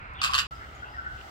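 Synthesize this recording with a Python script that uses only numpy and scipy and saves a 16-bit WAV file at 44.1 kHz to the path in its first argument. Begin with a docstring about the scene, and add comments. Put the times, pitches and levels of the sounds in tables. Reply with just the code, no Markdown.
"""Flamingo in an open park

Close to the microphones a flamingo gives a harsh, rattling double honk: ragged puffs from its
syrinx ring through throat, mouth and beak and echo off ground and trunks. Further off the flock
gabbles, a small bird whistles and twigs tick, over low wind and distant hiss.
All sound drops out for a moment just after the honk."""
import sys
import numpy as np
from scipy import signal
from scipy.fft import rfft, irfft
from scipy.io import wavfile
from scipy.ndimage import uniform_filter1d

SR = 44100
rng = np.random.default_rng(int(sys.argv[2]) if len(sys.argv) > 2 else 0)


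def log_audio(samples):
    """Write samples as a 16-bit WAV file to the path given in sys.argv[1]."""
    # one column per channel
    frames = np.atleast_2d(samples).T
    # limit to full scale, then quantise
    limited = np.clip(frames, -1, 1)
    pcm = np.round(limited * 32767).astype(np.int16)
    wavfile.write(sys.argv[1], SR, pcm)


N = 57330

# syllables of the near honk: t/s, length/s, pulse rate/Hz, source level/dB, time to crest/s, fade/(dB/s), mouth
# resonance/Hz, beak resonance/Hz, upper resonance/Hz
HONK_SYLLABLES = [(0.2154, .067, 134.5, -25, .026, 345, 1210, 2480, 5080),
                  (.3030, .028, 127.2, -38.5, 0.011, 200, 1200, 2970, 5050),
                  (.3340, .040, 132.4, -23.5, 0.013, 533, 1143, 3020, 4360),
                  (.3790, .038, 140.8, -24, 0.0056, 410, 1730, 2880, 4800)]
# response of the bird's throat: f/Hz, relative level/dB
THROAT_RESPONSE = [(300, -62), (650, -14.5), (900, -14.5), (1080, 2.5), (1650, 0), (2000, -5), (2250, -9),
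                   (2650, 9.5), (2950, 2.5), (3400, 4), (4100, 1.5), (4950, 2), (5550, -10), (6200, -9),
                   (7600, -3.5), (8300, -15.5), (9400, -14.5), (10200, -21), (11900, -9.5), (13000, -28.5),
                   (14500, -28), (15700, -28)]
# narrow rings of the honk: f/Hz, width/Hz, gain/dB
HONK_RINGS = [(1129, 23, -1), (2905, 12, 4.5), (4750, 5.3, -5)]
# the honk at the left microphone against the right: f/Hz, level/dB
HONK_BALANCE = [(800, -0.5), (1400, -6), (3000, 1), (5000, -1.5), (6000, -0.5), (7300, -0.5), (9200, 1),
                (11000, 2.5), (12300, -2), (15000, 3)]
# calls of the distant flock: t/s, length/s, resonance/Hz, width/Hz, level/dB, pulse rate/Hz
FLOCK_CALLS = [(.04, 0.17, 1043, 68.5, -56, 145), (.145, 0.11, 3450, 199, -52.5, 150),
               (0.161, 0.17, 793, 80, -54.5, 130.7), (.185, .035, 2940, 530, -45.5, 138.1),
               (0.292, 0.018, 1077, 59.5, -29, 138.9), (.322, 0.025, 1100, 125, -36.5, 143.2),
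               (0.496, 0.051, 1327, 49, -41.5, 148.1), (.595, 0.068, 1950, 253, -55.5, 136.3),
               (.60, 0.052, 1480, 350, -46.5, 137.7), (.71, 0.1, 2100, 304, -58.5, 141.8),
               (.78, 0.11, 3234, 40.3, -63, 146.4), (.82, 0.032, 1508, 91, -39, 147.4),
               (.84, 0.057, 2730, 260, -56.5, 142.2), (.85, .07, 857, 201, -50.5, 141.5),
               (.935, 0.0297, 1827, 55, -46, 143.6), (.96, .06, 1406, 230, -43, 135.5),
               (.98, .022, 1502, 50, -34, 151.3), (1.025, .075, 1390, 240, -46.5, 136.1),
               (1.04, 0.049, 1795, 100, -50.5, 143.3), (1.061, .02, 1532, 48.7, -34, 149.2),
               (1.08, .095, 1467, 100, -43, 136), (1.17, 0.036, 2820, 700, -57.5, 126.5),
               (1.185, .03, 1400, 202, -50, 137), (1.235, 0.062, 787, 91, -51.5, 132.7)]
# whistles of the small bird: t/s, length/s, start f/Hz, end f/Hz, level/dB
BIRD_WHISTLES = [(0.538, 0.028, 5210, 4950, -67), (0.741, 0.033, 7050, 6560, -68.5),
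                 (0.871, 0.073, 4850, 5050, -71), (0.948, .045, 5250, 5100, -71.5)]
# ticks of twigs: t/s, level/dB, f/Hz, width/Hz
TWIG_TICKS = [(.1365, -68, 6000, 6900), (0.7497, -64, 7880, 5860), (1.2112, -48, 2860, 910)]
# echo of trunks and ground: f/Hz, time to fall 60 dB/s
PARK_DECAY = [(300, 0.46), (1300, 0.56), (3000, 0.36), (6000, 0.28), (14000, 0.19)]
# wind rumble: f/Hz, relative level/dB
WIND_SPECTRUM = [(15, -50), (35, -6), (50, -6.5), (65, 3.5), (80, -4), (105, -7), (133, -10.5), (160, -17),
                 (260, -24.5), (500, -66.5)]
# rise and fall of the wind: t/s, level/dB
WIND_GUSTS = [(0, -51), (.12, -46.5), (.36, -45), (.66, -46.5), (.78, -49), (.9, -48.5), (1.0, -48.5),
              (1.13, -44.5), (1.3, -52.5)]
# distant hiss before the dropout: f/Hz, relative level/dB
DULL_HISS = [(100, 3.5), (300, -5.5), (550, -4.5), (1000, 0.5), (1400, 9.5), (1700, 0.5), (2300, 1),
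             (2750, -4), (3100, -16.5), (4000, -19), (4900, -23.5), (5500, -33.5), (8000, -36.5),
             (11000, -56), (16000, -43)]
# distant hiss after the dropout: f/Hz, relative level/dB
OPEN_HISS = [(100, -16), (300, -3), (520, -5), (800, 1.5), (1050, -8), (1320, 7), (1700, -6.5), (2050, -2),
             (2400, -16.5), (2800, -7.5), (3700, -16), (5000, -19), (6000, -24), (8000, -26),
             (10000, -37.5), (12500, -33), (15800, -32)]
# treble of the open hiss: t/s, gain/dB
HISS_TREBLE = [(.5, 4), (.75, 0), (.85, -2), (1.03, -3), (1.15, 2), (1.3, 6)]
# likeness of the open hiss at the two microphones: f/Hz, correlation
HISS_LIKENESS = [(100, -0.24), (290, 0.96), (640, 0.17), (1400, -0.54), (3000, 0.089), (7000, -0.025)]

DROP_FROM_S, DROP_TO_S = .4695, .5092
NEAR_LEAD_S, FAR_LEAD_S = .00021, .00036  # sound reaches the left microphone first


def near_flamingo():
    """The honk from close by, with its narrow rings, ground reflections and park echo."""
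    voice = np.zeros((2, N))
    for start, *shape in HONK_SYLLABLES:
        add(voice, start, honk_syllable(*shape))
    voice += sum(amp(db) * resonate(voice, hz, width) for hz, width, db in HONK_RINGS)
    direct = place(voice, NEAR_LEAD_S, read(HONK_BALANCE, np.fft.rfftfreq(N, 1 / SR)))
    t = np.arange(SR // 20) / SR
    ground = flat_noise(len(t)) * np.exp(-t / .011) * (t > .002)
    reflections = signal.fftconvolve(direct, ground / np.linalg.norm(ground[0]), axes=1)[:, :N]
    return direct + amp(-3.5) * reflections + amp(-10.5) * park_echo(direct)


def honk_syllable(length, rate_hz, db, crest_s, fade_db_per_s, mouth_hz, beak_resonance_hz, upper_hz):
    """Each opening of the syrinx lets out a ragged puff, coloured by throat, mouth, beak and an upper
    resonance."""
    puff_s, swell_db_per_s, likeness = .0048, 192, .88
    jitter, shimmer_db, flutter_db = .03, 1.5, 4
    puffs, t = np.zeros((2, SR // 5)), np.arange(SR // 150) / SR
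    opening = np.sin(np.pi * np.minimum(t / puff_s, 1) ** .74) ** 2
    for k in range(12):
        late, loud = rng.standard_normal(2)
        flutter = amp(flutter_db * rng.standard_normal(len(t)))
        air = stereo_pair(*np.pad(flat_noise(184), ((0, 0), (0, len(t) - 184))), likeness)
        start = (k + jitter * late) / rate_hz
        if start < length:
            below_crest_db = max(swell_db_per_s * (crest_s - start), fade_db_per_s * (start - crest_s))
            gain = amp(db + shimmer_db * loud - below_crest_db)
            add(puffs, start, gain * unit(opening * flutter * air))
    throat = colour(puffs, THROAT_RESPONSE)
    mouth = amp(1) * resonate(throat, mouth_hz, width_hz=460)
    beak_ring = amp(-3) * resonate(throat, beak_resonance_hz, width_hz=165)
    upper_ring = amp(1) * resonate(throat, upper_hz, width_hz=66)
    return throat + mouth + beak_ring + upper_ring


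def flock():
    """Far calls, a little to the left: rough pulse trains of which one resonance carries."""
    rasp, edge_s = .43, .0054
    calls, t = np.zeros(N), np.arange(SR // 5) / SR
    for start, length, hz, width, db, rate_hz in FLOCK_CALLS:
        pulses = np.diff(np.floor(t * rate_hz), prepend=-1)
        voice = (1 - rasp) * unit(pulses) + rasp * rng.standard_normal(len(t))
        for _ in range(3):
            voice = resonate(voice, hz, 2 * width)
        voice = voice[-round(length * SR):]
        age = t[:len(voice)]
        envelope = np.clip(np.minimum(age, length - age) / edge_s, 0, 1)
        add(calls, start, amp(db) * unit(voice * envelope))
    return place(calls, FAR_LEAD_S, pan_db=2.5) + amp(-10.5) * park_echo(calls)


def small_bird():
    """Faint gliding whistles from the trees, more echo than direct sound."""
    whistles = np.zeros(N)
    for start, length, from_hz, to_hz, db in BIRD_WHISTLES:
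        progress = np.linspace(0, 1, round(length * SR))
        waver = unit(uniform_filter1d(rng.standard_normal(N), size=120))[:len(progress)]
        hz = (from_hz + (to_hz - from_hz) * np.sqrt(progress)) * (1 + .018 * waver)
        tone = np.sin(2 * np.pi * np.cumsum(hz) / SR)
        add(whistles, start, amp(db) * unit(np.sin(np.pi * progress) * tone))
    return whistles + amp(4.5) * park_echo(whistles)


def twigs():
    """Small dry ticks: snaps of noise through a broad resonance."""
    ticks, t = np.zeros((2, N)), np.arange(SR // 150) / SR
    for start, db, hz, width in TWIG_TICKS:
        snap = rng.standard_normal((2, len(t))) * np.exp(-t / .0033)
        add(ticks, start, amp(db) * unit(resonate(resonate(snap, hz, width), hz, width)))
    return ticks


def park_echo(x):
    """Scattered echoes from the trees, dying sooner in the treble."""
    hz, t, spectra = signal.stft(flat_noise(SR // 2), SR, nperseg=256)
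    decay = amp(-60 * t / read(PARK_DECAY, hz)[:, None])
    tail = signal.istft(spectra * decay, SR, nperseg=256)[1]
    tail *= np.minimum(np.arange(tail.shape[1]) / SR / .011, 1)  # builds up over 11 ms
    return signal.fftconvolve(np.atleast_2d(x), tail / np.linalg.norm(tail[0]), axes=1)[:, :N]


def wind():
    """Low rumble, nearly alike at both microphones."""
    rumble = noise(WIND_SPECTRUM, likeness=[(30, .88), (130, .99)])
    return rumble * amp(curve(WIND_GUSTS)) * amp([[-.4], [.4]])


def distant_hiss():
    """The far wash of the park: dull at first, more open after the dropout."""
    dull = noise(DULL_HISS, likeness=[(100, 1), (1500, .72), (6000, .2)])
    before = amp(-43.5) * place(dull, FAR_LEAD_S, pan_db=-2.5)
    after = amp(-47) * noise(OPEN_HISS, HISS_LIKENESS)
    treble = signal.sosfiltfilt(signal.butter(2, 4000, "high", fs=SR, output="sos"), after)
    after += treble * (amp(curve(HISS_TREBLE)) - 1)
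    return np.where(np.arange(N) / SR < DROP_FROM_S, before, after)


def amp(db):
    """Decibels to gain."""
    return 10 ** (np.asarray(db) / 20)


def unit(x):
    """Scales to rms 1."""
    return x / np.sqrt(np.mean(x ** 2) + 1e-20)


def read(points, hz):
    """Reads a table on a log-frequency axis."""
    f, value = np.transpose(points)
    return np.interp(np.log(hz + 1), np.log(f), value)


def curve(points):
    """Reads a time curve at every sample."""
    return np.interp(np.arange(N) / SR, *np.transpose(points))


def add(mix, start_s, sound):
    """Mixes a sound in at its start time."""
    part = mix[..., max(round(start_s * SR), 0):][..., :sound.shape[-1]]
    part += sound[..., :part.shape[-1]]


def colour(x, spectrum):
    """Minimum-phase filter with the given spectral shape."""
    size = 4096
    log_gain = np.log(amp(read(spectrum, abs(np.fft.fftfreq(size, 1 / SR)))))
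    taps = np.fft.ifft(np.exp(np.conj(signal.hilbert(log_gain)))).real[:size // 2]
    return signal.fftconvolve(x, taps[None] / np.linalg.norm(taps), axes=1)[:, :x.shape[1]]


def resonate(x, hz, width_hz):
    """One resonance with a peak gain near 1."""
    radius = np.exp(-np.pi * width_hz / SR)
    return 2 * signal.lfilter([1 - radius], [1, -radius * np.exp(2j * np.pi * hz / SR)], x).real


def place(x, lead_s, pan_db):
    """The left microphone hears the source lead_s sooner and pan_db louder than the right."""
    left, right = rfft(x * np.ones((2, 1)))
    delay = np.exp(-2j * np.pi * np.fft.rfftfreq(N, 1 / SR) * lead_s)
    return irfft(np.array([left * amp(pan_db / 2), right * delay * amp(-pan_db / 2)]), N)


def stereo_pair(left, other, likeness):
    """Blends two independent noises into channels with the given correlation."""
    return np.array([left, likeness * left + np.sqrt(1 - likeness ** 2) * other])


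def noise(spectrum, likeness):
    """Stereo noise with a spectrum and a left-right likeness, both over frequency."""
    hz = np.fft.rfftfreq(N, 1 / SR)
    white = stereo_pair(*rfft(rng.standard_normal((2, N))), read(likeness, hz))
    return unit(irfft(white * amp(read(spectrum, hz)), N))


def flat_noise(size):
    """Two rows of noise with equal energy at every frequency."""
    return unit(irfft(np.exp(2j * np.pi * rng.random((2, size // 2 + 1))), size))


def scene():
    """The park at the microphones; the honk's echo ends inside the dropout."""
    honk_gate = np.arange(N) / SR < DROP_TO_S - .02
    return near_flamingo() * honk_gate + flock() + small_bird() + twigs() + wind() + distant_hiss()


def record(dry):
    """Both channels drop out briefly, and the top treble is cut off."""
    t = np.arange(N) / SR
    live = uniform_filter1d(1. * ((t < DROP_FROM_S) | (t > DROP_TO_S)), size=40)
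    lowpass = signal.firwin(511, cutoff=15950, window=("kaiser", 9), fs=SR)
    return signal.oaconvolve(dry * live, lowpass[None], "same")


dry = scene()
out = record(dry)
log_audio(out)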